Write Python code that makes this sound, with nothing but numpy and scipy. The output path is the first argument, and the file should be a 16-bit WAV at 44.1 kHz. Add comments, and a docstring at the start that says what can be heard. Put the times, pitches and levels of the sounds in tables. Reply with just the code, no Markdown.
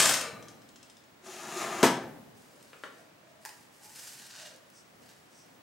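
"""A small, hard-walled kitchen, heard from two close microphones at a glass table, the oven to the left. A
metal cake pan scrapes onto the wire oven rack and rocks to rest. The rack slides in, rasping and groaning on
its runners, and clunks against its stop, which sets the oven's sheet-metal box ringing. Close ahead, quilted
oven mitts then knock, tap and brush a second pan, whose base slides on the glass as they take it from the
table. The walls answer every sound, over a low rumble, a steady hiss and a thin high whine."""
import sys
import numpy as np
from scipy import signal
from scipy.fft import rfft, irfft, next_fast_len
from scipy.io import wavfile

SR = 44100
rng = np.random.default_rng(int(sys.argv[2]) if len(sys.argv) > 2 else 0)


def to_wav(s):
    """Save 16-bit WAV."""
    ch = np.atleast_2d(s).T  # columns
    pcm = np.round(np.clip(ch, -1, 1) * 32767)  # PCM
    wavfile.write(sys.argv[1], SR, pcm.astype(np.int16))


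N = 247838

# the kitchen's reverberation: (frequency [Hz], t60 [s])
KITCHEN_DECAY = [(120, 1), (250, 0.68), (500, 0.71), (1000, 0.51), (2000, 0.53), (5000, 0.37),
                 (12000, 0.28)]
# stereo width of sound from all round, the oven and the table: (frequency [Hz], side to mid [dB])
ROOM_WIDTH = [(50, -22), (180, -6), (500, -1), (1100, 0), (2500, 0), (10000, -2.5)]
OVEN_WIDTH = [(30, -13), (150, -24), (300, -21), (550, -15), (1200, -12), (2500, -9), (8000, -8)]
TABLE_WIDTH = [(100, -14), (500, -3.5), (1100, -6.5), (2500, -4.5), (7000, -5)]
# the oven favours the left microphone: (frequency [Hz], left over right [dB])
OVEN_BALANCE = [(150, -0.5), (300, 1.1), (550, 2.5), (2000, 2.5), (8000, 3.5), (13000, 2)]
# colours of the room tone: (frequency [Hz], gain [dB])
RUMBLE_COLOUR = [(25, -14), (50, -13), (80, -6), (120, 0.5), (270, 0), (400, -6), (700, -7), (2000, -29.5)]
HISS_COLOUR = [(150, -34), (300, -7), (700, -8), (1000, -7.5), (1900, -10), (3500, -15.5), (7250, -21),
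               (15000, -31)]
# the oven's box booms on after the scrape and the clunk: (time [s], level [dB])
BOOMS = [(.3, -50.5), (2, -49)]
# soft low bumps while the pan is carried: (time [s], level [dB], half length [s])
BUMPS = [(5.04, -62, 0.074), (5.5, -64.5, .09)]

# hollow rings as the hands move: (start [s], length [s], level [dB], pitch [Hz], glide [Hz/s])
HOLLOW_RINGS = [(2.47, 0.077, -62.5, 568, 20), (2.922, 0.091, -60.5, 624, 60), (3.187, 0.2, -66, 623, 102),
                (3.8, 0.063, -61, 846, 30), (4.352, 0.19, -60, 660, -480)]
# strokes of the mitts and of the second pan's base sliding on the glass: (start [s], length [s], relative level
# [dB], firmness [0-1])
MITT_STROKES = [(2.33, 0.23, -64.5, 0.09), (2.567, .44, -65, 0.3), (3.388, .24, -62, 0),
                (3.69, .12, -62.5, 0), (3.796, .15, -53.5, 0), (3.925, 0.23, -47.5, 0.13),
                (4.15, 0.12, -52, 0.4), (4.275, .2, -50.5, 0.9), (4.997, .07, -62.5, 0.5),
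                (5.054, 0.046, -58.5, 0.6)]
# the cloth snags and lets go: (time [s], level [dB])
SNAGS = [(2.627, -56.5), (3.417, -68), (3.833, -57), (3.959, -50), (4.561, -58.5), (4.701, -60)]
# swishes of a mitt along the rim: (time [s], level [dB], half length [s])
SWISHES = [(3.3, -69, 0.019), (4.775, -58, 0.027), (5.38, -61.5, 0.048)]
# colours of the cloth: (frequency [Hz], gain [dB])
BRUSH_COLOUR = [(300, -31), (900, -6), (1200, -11), (1800, -1.5), (3500, -5.5), (5000, 1), (8500, 2.5),
                (10500, -2), (13000, -4), (15500, -13.5)]
RUB_COLOUR = [(300, -22), (800, 2), (1100, -6), (1600, 5), (2100, -4.5), (3000, 1.5), (4600, 1), (5900, 2),
              (7000, 0), (8400, -2.5), (10000, -9.5), (15000, -21)]
SWISH_COLOUR = [(1000, -12.5), (4000, -12), (5000, 1), (5900, 7.5), (6900, -3.5), (8100, 2.5),
                (10000, -10.5), (15000, -26.5)]
# resonances of the second pan under the mitt: (frequency [Hz], width [Hz], rise [dB])
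SECOND_PAN_PEAKS = [(1600, 98, 2.5), (1835, 83, 6), (2290, 65, 1.5), (2850, 320, 3.5), (3440, 54, -5),
                    (4150, 190, 2.5), (4860, 220, 3)]
# dull knocks at the table and light taps on the second pan: (time [s], level [dB])
KNOCKS = [(2.732, -47), (2.8368, -37.5)]
TAPS = [(3.4514, -40), (3.4585, -41), (3.4925, -47)]
# their colours: (frequency [Hz], gain [dB])
KNOCK_COLOUR = [(60, -29), (150, -13), (230, 5.5), (450, 1), (1000, -3), (1400, 3.5), (2000, -3),
                (3000, -3.5), (4000, -11), (5500, -24), (8500, -22), (15000, -40)]
TAP_COLOUR = [(100, -29.5), (550, -5), (900, 9), (1250, -7.5), (1650, 8.5), (2200, -4), (3800, -8),
              (5200, 0), (7600, -3.5), (8500, -2), (10000, -7), (15500, -10)]

# the first pan drags over the wires, catches its rim, drops into place: (time [s], level [dB])
DRAG_LEVEL = [(0, -18.5), (.05, -28.5), (.15, -33), (.2, -41), (.32, -81)]
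RIM_CATCHES = [(.003, -13.5), (0.027, -20.5), (0.059, -16), (.096, -17), (.141, -21), (0.214, -30)]
SETTLES = [(.426, -53.5), (.484, -48.5)]
# colours of its scrape and of its ticks on the wires: (frequency [Hz], gain [dB])
SCRAPE_COLOUR = [(40, -25), (90, -9), (170, -5.5), (400, -3), (700, 1), (1300, 2), (2500, -1.5), (4500, -2),
                 (6500, -0.5), (8800, -1), (10500, -8.5), (13000, -11.5), (15500, -21.5)]
TICK_COLOUR = [(100, -9), (1800, -5), (2600, -9.5), (3300, 2), (4300, -4.5), (5200, -0.5), (6000, -0.5),
               (9000, -5), (11000, -16.5), (15500, -26)]
# resonances of the pan on the wires: (frequency [Hz], width [Hz], rise [dB])
PAN_PEAKS = [(1930, 44, 3), (2670, 50, 8), (3170, 150, 4), (4360, 48, 1), (5165, 200, 7), (6070, 99, 3.5),
             (6850, 120, 1.5), (6460, 160, 4), (7200, 180, 3), (8130, 110, 2), (8250, 60, 6),
             (8700, 120, 2.5)]
# long-lived modes of pan and rack: (frequency [Hz], relative level [dB], t60 [s])
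LINGERING_MODES = [(471, -3, 0.7), (632, -3, 0.67), (1182, -5.5, 0.99), (1490, -8, 0.72), (1780, -12.5, 1),
                   (2175, -11, 0.78), (2320, -5.5, 0.74), (4000, -11, 1), (4260, -15, 0.6)]

# colours of the rack's slide and of its blows on the stop: (frequency [Hz], gain [dB])
RASP_COLOUR = [(300, -33), (1500, -9.5), (2500, -1.5), (4500, -1.5), (5800, 0), (6900, 4), (7800, -3.5),
               (10000, -5.5), (13000, -12.5), (15500, -20)]
GROAN_COLOUR = [(40, -28), (110, -11.5), (200, 2), (400, -1), (560, -3.5), (780, 3.5), (1000, -3),
                (1300, 0), (1800, -6.5), (3000, -11.5), (6000, -33)]
CLUNK_COLOUR = [(30, -40), (55, -28), (80, -15.5), (120, -12), (180, 3), (400, 1.5), (560, -4.5), (950, 2),
                (1150, -2), (1900, -5), (3200, -14), (6000, -16.5), (8500, -23.5), (12000, -24),
                (15500, -32)]
# resonances of the sliding rack: (frequency [Hz], width [Hz], rise [dB])
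RACK_PEAKS = [(354.6, 22, 16.5), (377, 29, -2), (679, 15, 11.5), (1228, 68, 9), (1560, 31, 0),
              (1700, 104, 6.5), (1820, 30, 8), (2440, 140, 3.5), (3640, 55, 4.5), (3850, 98, 4),
              (7300, 50, 4), (7700, 40, -0.5)]
# the rack hits its stop and rattles: (time [s], relative level [dB])
STOP_BLOWS = [(1.8285, -11), (1.8305, -4.5), (1.836, -10), (1.842, -7), (1.851, -9), (1.862, -13)]
# modes of the oven's sheet-metal box: (frequency [Hz], relative level [dB], t60 [s])
OVEN_MODES = [(167, -12, 0.49), (188.7, -2, 0.37), (259, 7, 0.26), (327, -8, 0.23), (341, 1.5, 0.38),
              (387.4, 1, 0.3), (415.4, 2.5, 0.24), (460, 9.5, 0.13), (518, -4.5, 0.22), (679, 8, 0.21),
              (810, -8, 0.14), (922, 6, 0.23), (1010, 0, 0.2), (1299, -1, 0.25), (1700, -7, 0.32),
              (1830, -12, 0.28), (2566, -5.5, 0.25), (2940, -9, 0.33), (4060, -19, .25), (5200, -28.5, .18)]


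def amp(db):
    """Decibels to gain."""
    return 10 ** (np.asarray(db) / 20)


def unit(x):
    """Scale to rms 1."""
    return x / np.sqrt(np.mean(x ** 2) + 1e-20)


def clock():
    """The time of every sample, in seconds."""
    return np.arange(N) / SR


def along(points, hz):
    """Read (frequency [Hz], value) points on a log frequency axis."""
    frequencies, values = np.transpose(points)
    return np.interp(np.log(hz + 1), np.log(frequencies), values)


def bell(time, half_length):
    """A bell-shaped surge of height 1."""
    return np.exp(-((clock() - time) / half_length) ** 2)


def swells(rows):
    """Power of bell-shaped surges: (time [s], level [dB], half length [s])."""
    return sum(amp(db) ** 2 * bell(time, half_length) for time, db, half_length in rows)


def stroke(start, length, attack, release):
    """An envelope that swells smoothly, holds until its length is up, then loses 20 dB per release."""
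    t = clock() - start
    rise = np.sin(np.pi / 2 * np.clip(t / attack, 0, 1)) ** 2
    return rise * amp(-20 * np.maximum(t - length, 0) / release)


def filtered(x, response):
    """Filter x by a gain given as a function of frequency."""
    size = 2 * next_fast_len(N // 2 + SR // 2)
    hz = np.fft.rfftfreq(size, 1 / SR)
    return irfft(rfft(x, size) * response(hz), size)[..., :N]


def body(x, colour, peaks=()):
    """A causal filter of unit power: a broad colour with ringing peaks on it."""
    def response(hz):
        peaks_db = sum(rise / (1 + (2 * (hz - centre) / width) ** 2) for centre, width, rise in peaks)
        gain = unit(amp(along(colour, hz) + peaks_db))
        cepstrum = irfft(np.log(gain))
        cepstrum[1:len(hz) - 1] *= 2  # minimum phase: the ringing follows the blow
        cepstrum[len(hz):] = 0
        return np.exp(rfft(cepstrum))
    return filtered(x, response)


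def grit(slips_per_s, spread_db):
    """Friction: tiny slips at random moments, their sizes scattered by spread_db; rms 1."""
    slips = rng.random(N) < slips_per_s / SR
    signs = rng.choice([-1, 1], N)
    sizes = amp(spread_db * np.clip(rng.standard_normal(N), -2, 2))
    return unit(slips * signs * sizes)


def contacts(rows, t60, snap):
    """Each contact is a sharp push (snap) plus a dying buzz, with the energy of 10 ms at its level."""
    track = np.zeros(N + SR)
    t = np.arange(SR // 4) / SR
    for time, db in rows:
        blow = rng.standard_normal(len(t)) * amp(-60 * t / t60)
        blow /= np.linalg.norm(blow)
        blow[0] += snap
        blow *= np.sqrt(SR / 100) / np.linalg.norm(blow)
        track[round(time * SR):][:len(t)] += amp(db) * blow
    return track[:N]


def fuzzy_tone(hz, width_hz):
    """Narrow noise of rms 1 around a pitch, like a resonance kept going by friction."""
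    flutter = filtered(rng.standard_normal((2, N)), lambda f: 1 / (1 + (f / width_hz) ** 2))
    phase = 2 * np.pi * np.cumsum(hz * np.ones(N)) / SR
    return unit(flutter[0] * np.cos(phase) + flutter[1] * np.sin(phase))


def ringing(modes, start, attack):
    """Modes that swell from a given moment and die away, each at its own speed."""
    t = np.maximum(clock() - start, 0)
    ring = np.zeros(N)
    for hz, db, t60 in modes:
        ring += amp(db - 60 * t / t60) * np.sin(2 * np.pi * (hz * t + rng.random()))
    return ring * (1 - np.exp(-t / attack))


def microphone_pair(mid, side, width):
    """Two close microphones: alike in the bass, less so higher up."""
    side = filtered(side, lambda hz: amp(along(width, hz)))
    return np.array([mid + side, mid - side])


def kitchen(x, wet_db, width=OVEN_WIDTH):
    """Direct sound at the microphones plus a tail off the hard walls; the bass lasts longest."""
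    hz, t, noise = signal.stft(rng.standard_normal((2, SR)), SR, nperseg=256)
    t60 = along(KITCHEN_DECAY, hz)[:, None]
    tail = signal.istft(noise * amp(-60 * t / t60) / np.sqrt(t60), SR, nperseg=256)[1]
    tail *= 1 - np.exp(-np.arange(tail.shape[1]) / SR / 0.002)  # the first walls answer in milliseconds
    tail /= np.linalg.norm(tail[0])
    mid, side = amp(wet_db) * signal.fftconvolve(x[None], tail, axes=1)[:, :N]
    return microphone_pair(x + mid, side, width) / np.sqrt(1 + amp(2 * wet_db))


def room_tone(rumble_db=-65, boom_fade_db_per_s=29.5):
    """All round: a low rumble, lifted by the booming oven and soft bumps, with hiss and a thin whine."""
    release = 20 / boom_fade_db_per_s
    boom_power = sum((amp(db) * stroke(time, 0, attack=0.039, release=release)) ** 2 for time, db in BOOMS)
    rumble_gain = np.sqrt(amp(rumble_db) ** 2 + boom_power + swells(BUMPS))
    rumble = rumble_gain * body(rng.standard_normal((2, N)), RUMBLE_COLOUR)
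    hiss = amp(-63.5) * body(rng.standard_normal((2, N)), HISS_COLOUR)
    whine = amp(-78.5) * fuzzy_tone(hz=15730, width_hz=15)
    mid, side = rumble + hiss
    return microphone_pair(mid, side, ROOM_WIDTH) + whine


def hollow_ring():
    """At the table: a narrow, fuzzy resonance comes and glides as the hands move about the pan."""
    ring = np.zeros(N)
    for start, length, db, hz, glide in HOLLOW_RINGS:
        pitch = hz + glide * np.clip(clock() - start, 0, length)
        envelope = amp(db) * stroke(start, length, attack=0.026, release=0.12)
        ring += envelope * fuzzy_tone(pitch, width_hz=56)
    return kitchen(ring, wet_db=-1.5, width=TABLE_WIDTH)


def mitts(attack_s=0.049, release_s=0.097):
    """Close up: cloth fibres catch and slip in clumps and brush brightly, while the second pan's base slides
    firmly on the glass, fuller in tone."""
    rustle = amp(-72) * stroke(3.45, 2.1, attack_s, release_s)  # faint, as long as the arms move
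    brush_power, rub_power = rustle ** 2, np.zeros(N)
    for start, length, db, firmness in MITT_STROKES:
        power = (amp(db) * stroke(start, length, attack_s, release_s)) ** 2
        brush_power += (1 - firmness) * power
        rub_power += firmness * power
    clumps_db = 2.0 * fuzzy_tone(hz=20, width_hz=22)
    light_slips = np.sqrt(brush_power) * amp(clumps_db - 1.5) * grit(slips_per_s=2500, spread_db=1.5)
    snags = contacts(SNAGS, t60=0.021, snap=0.32)
    firm_slips = np.sqrt(rub_power) * amp(clumps_db + 0.96) * grit(slips_per_s=3000, spread_db=4.5)
    rim_slips = np.sqrt(swells(SWISHES)) * grit(slips_per_s=4900, spread_db=-1.5)
    brush = body(light_slips + snags, BRUSH_COLOUR, SECOND_PAN_PEAKS)
    rub = body(firm_slips, RUB_COLOUR, SECOND_PAN_PEAKS)
    swish = body(rim_slips, SWISH_COLOUR)
    return kitchen(brush + rub + swish, wet_db=-3.0, width=TABLE_WIDTH)


def knocks_and_taps():
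    """Close to the microphones: dull knocks of a hand at the table, brighter taps on the second pan."""
    knocks = body(contacts(KNOCKS, t60=0.035, snap=0.74), KNOCK_COLOUR)
    taps = body(contacts(TAPS, t60=0.017, snap=0.93), TAP_COLOUR)
    slightly_left = amp([[1], [-1]])
    return (slightly_left * kitchen(knocks, wet_db=0.5, width=TABLE_WIDTH)
            + kitchen(taps, wet_db=-1.5, width=TABLE_WIDTH))


def pan_rocking(start_s=0.6195, period_s=0.0698, count=7, peak_s=0.81, fade_s=0.2):
    """In the oven: let go, the pan settles and ticks evenly from wire to wire, building and dying away."""
    times = start_s + period_s * np.arange(count)
    levels_db = -51.5 - 10 * ((times - peak_s) / fade_s) ** 2
    ticks = contacts([*SETTLES, *zip(times, levels_db)], t60=0.031, snap=0.4)
    return kitchen(body(ticks, TICK_COLOUR, PAN_PEAKS), wet_db=-0.5)


def rack_slide(start_s=1.2036, stop_s=1.825, tight_spot_s=1.587, groan_lag_s=0.032):
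    """Wire rasps on the runners and the oven walls groan, more as the push grows and at a tight spot."""
    length = stop_s - start_s
    moving = stroke(start_s, length, attack=0.082, release=0.03)
    elapsed = np.clip(clock() - start_s, 0, length)
    rasp_db = -50.5 + 10.5 * elapsed + 5.5 * bell(tight_spot_s, half_length=0.06)
    groan_db = -50 + 24 * elapsed + 6.5 * bell(tight_spot_s + groan_lag_s, half_length=0.06)
    rasp = body(moving * amp(rasp_db) * grit(slips_per_s=3900, spread_db=4.5), RASP_COLOUR, RACK_PEAKS)
    groan = body(moving * amp(groan_db) * grit(slips_per_s=1500, spread_db=2.5), GROAN_COLOUR, RACK_PEAKS)
    # the rack's lowest mode sings from the first movement and grows only slowly with effort
    sing = np.sqrt(moving) * amp(-26 + 0.5 * rasp_db) * fuzzy_tone(hz=369, width_hz=11)
    return kitchen(rasp + groan, wet_db=0.0) + kitchen(sing, wet_db=-9.5)


def pan_scrape(catch_s=0.0031):
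    """The pan grinds over the wires, in surges where its rim catches, and rings on afterwards."""
    drag_db = np.interp(clock(), *np.transpose(DRAG_LEVEL))
    catch_power = swells([(time, db, catch_s) for time, db in RIM_CATCHES])
    force = np.sqrt(amp(drag_db) ** 2 + catch_power)
    grind = body(force * grit(slips_per_s=8300, spread_db=0.0), SCRAPE_COLOUR, PAN_PEAKS)
    ring = amp(-37) * ringing(LINGERING_MODES, start=0.138, attack=0.025)
    ring *= fuzzy_tone(hz=10.0, width_hz=53)  # loose contact with the wires roughens the ring
    return kitchen(grind, wet_db=1.0) + kitchen(ring, wet_db=5)


def rack_clunk():
    """The rack rattles against its stop, and the hardest blow sets the oven's box ringing."""
    blows = amp(-11.5) * body(contacts(STOP_BLOWS, t60=0.063, snap=0.29), CLUNK_COLOUR)
    hardest_s, _ = max(STOP_BLOWS, key=lambda row: row[1])
    ring = amp(-26.0) * ringing(OVEN_MODES, start=hardest_s, attack=0.0014)
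    pan_jump = contacts([(hardest_s, -23)], t60=0.026, snap=0.16)
    clink = body(pan_jump, TICK_COLOUR)
    return kitchen(blows, wet_db=-2.0) + kitchen(ring, wet_db=-23.0) + kitchen(clink, wet_db=5.0)


def scene():
    """From the microphones, the oven stands to the left and the table straight ahead."""
    oven = pan_scrape() + pan_rocking() + rack_slide() + rack_clunk()
    oven = filtered(oven, lambda hz: amp(np.outer([0.5, -0.5], along(OVEN_BALANCE, hz))))
    table = knocks_and_taps() + mitts() + hollow_ring()
    return oven + table + room_tone()


def record(dry, corner_hz=70, top_hz=15900):
    """The microphones roll off the deep bass; the recorder keeps nothing above its band limit."""
    bass_cut = signal.butter(2, corner_hz, "highpass", fs=SR, output="sos")
    return filtered(signal.sosfilt(bass_cut, dry), lambda hz: hz < top_hz)


dry = scene()
out = record(dry)
to_wav(out)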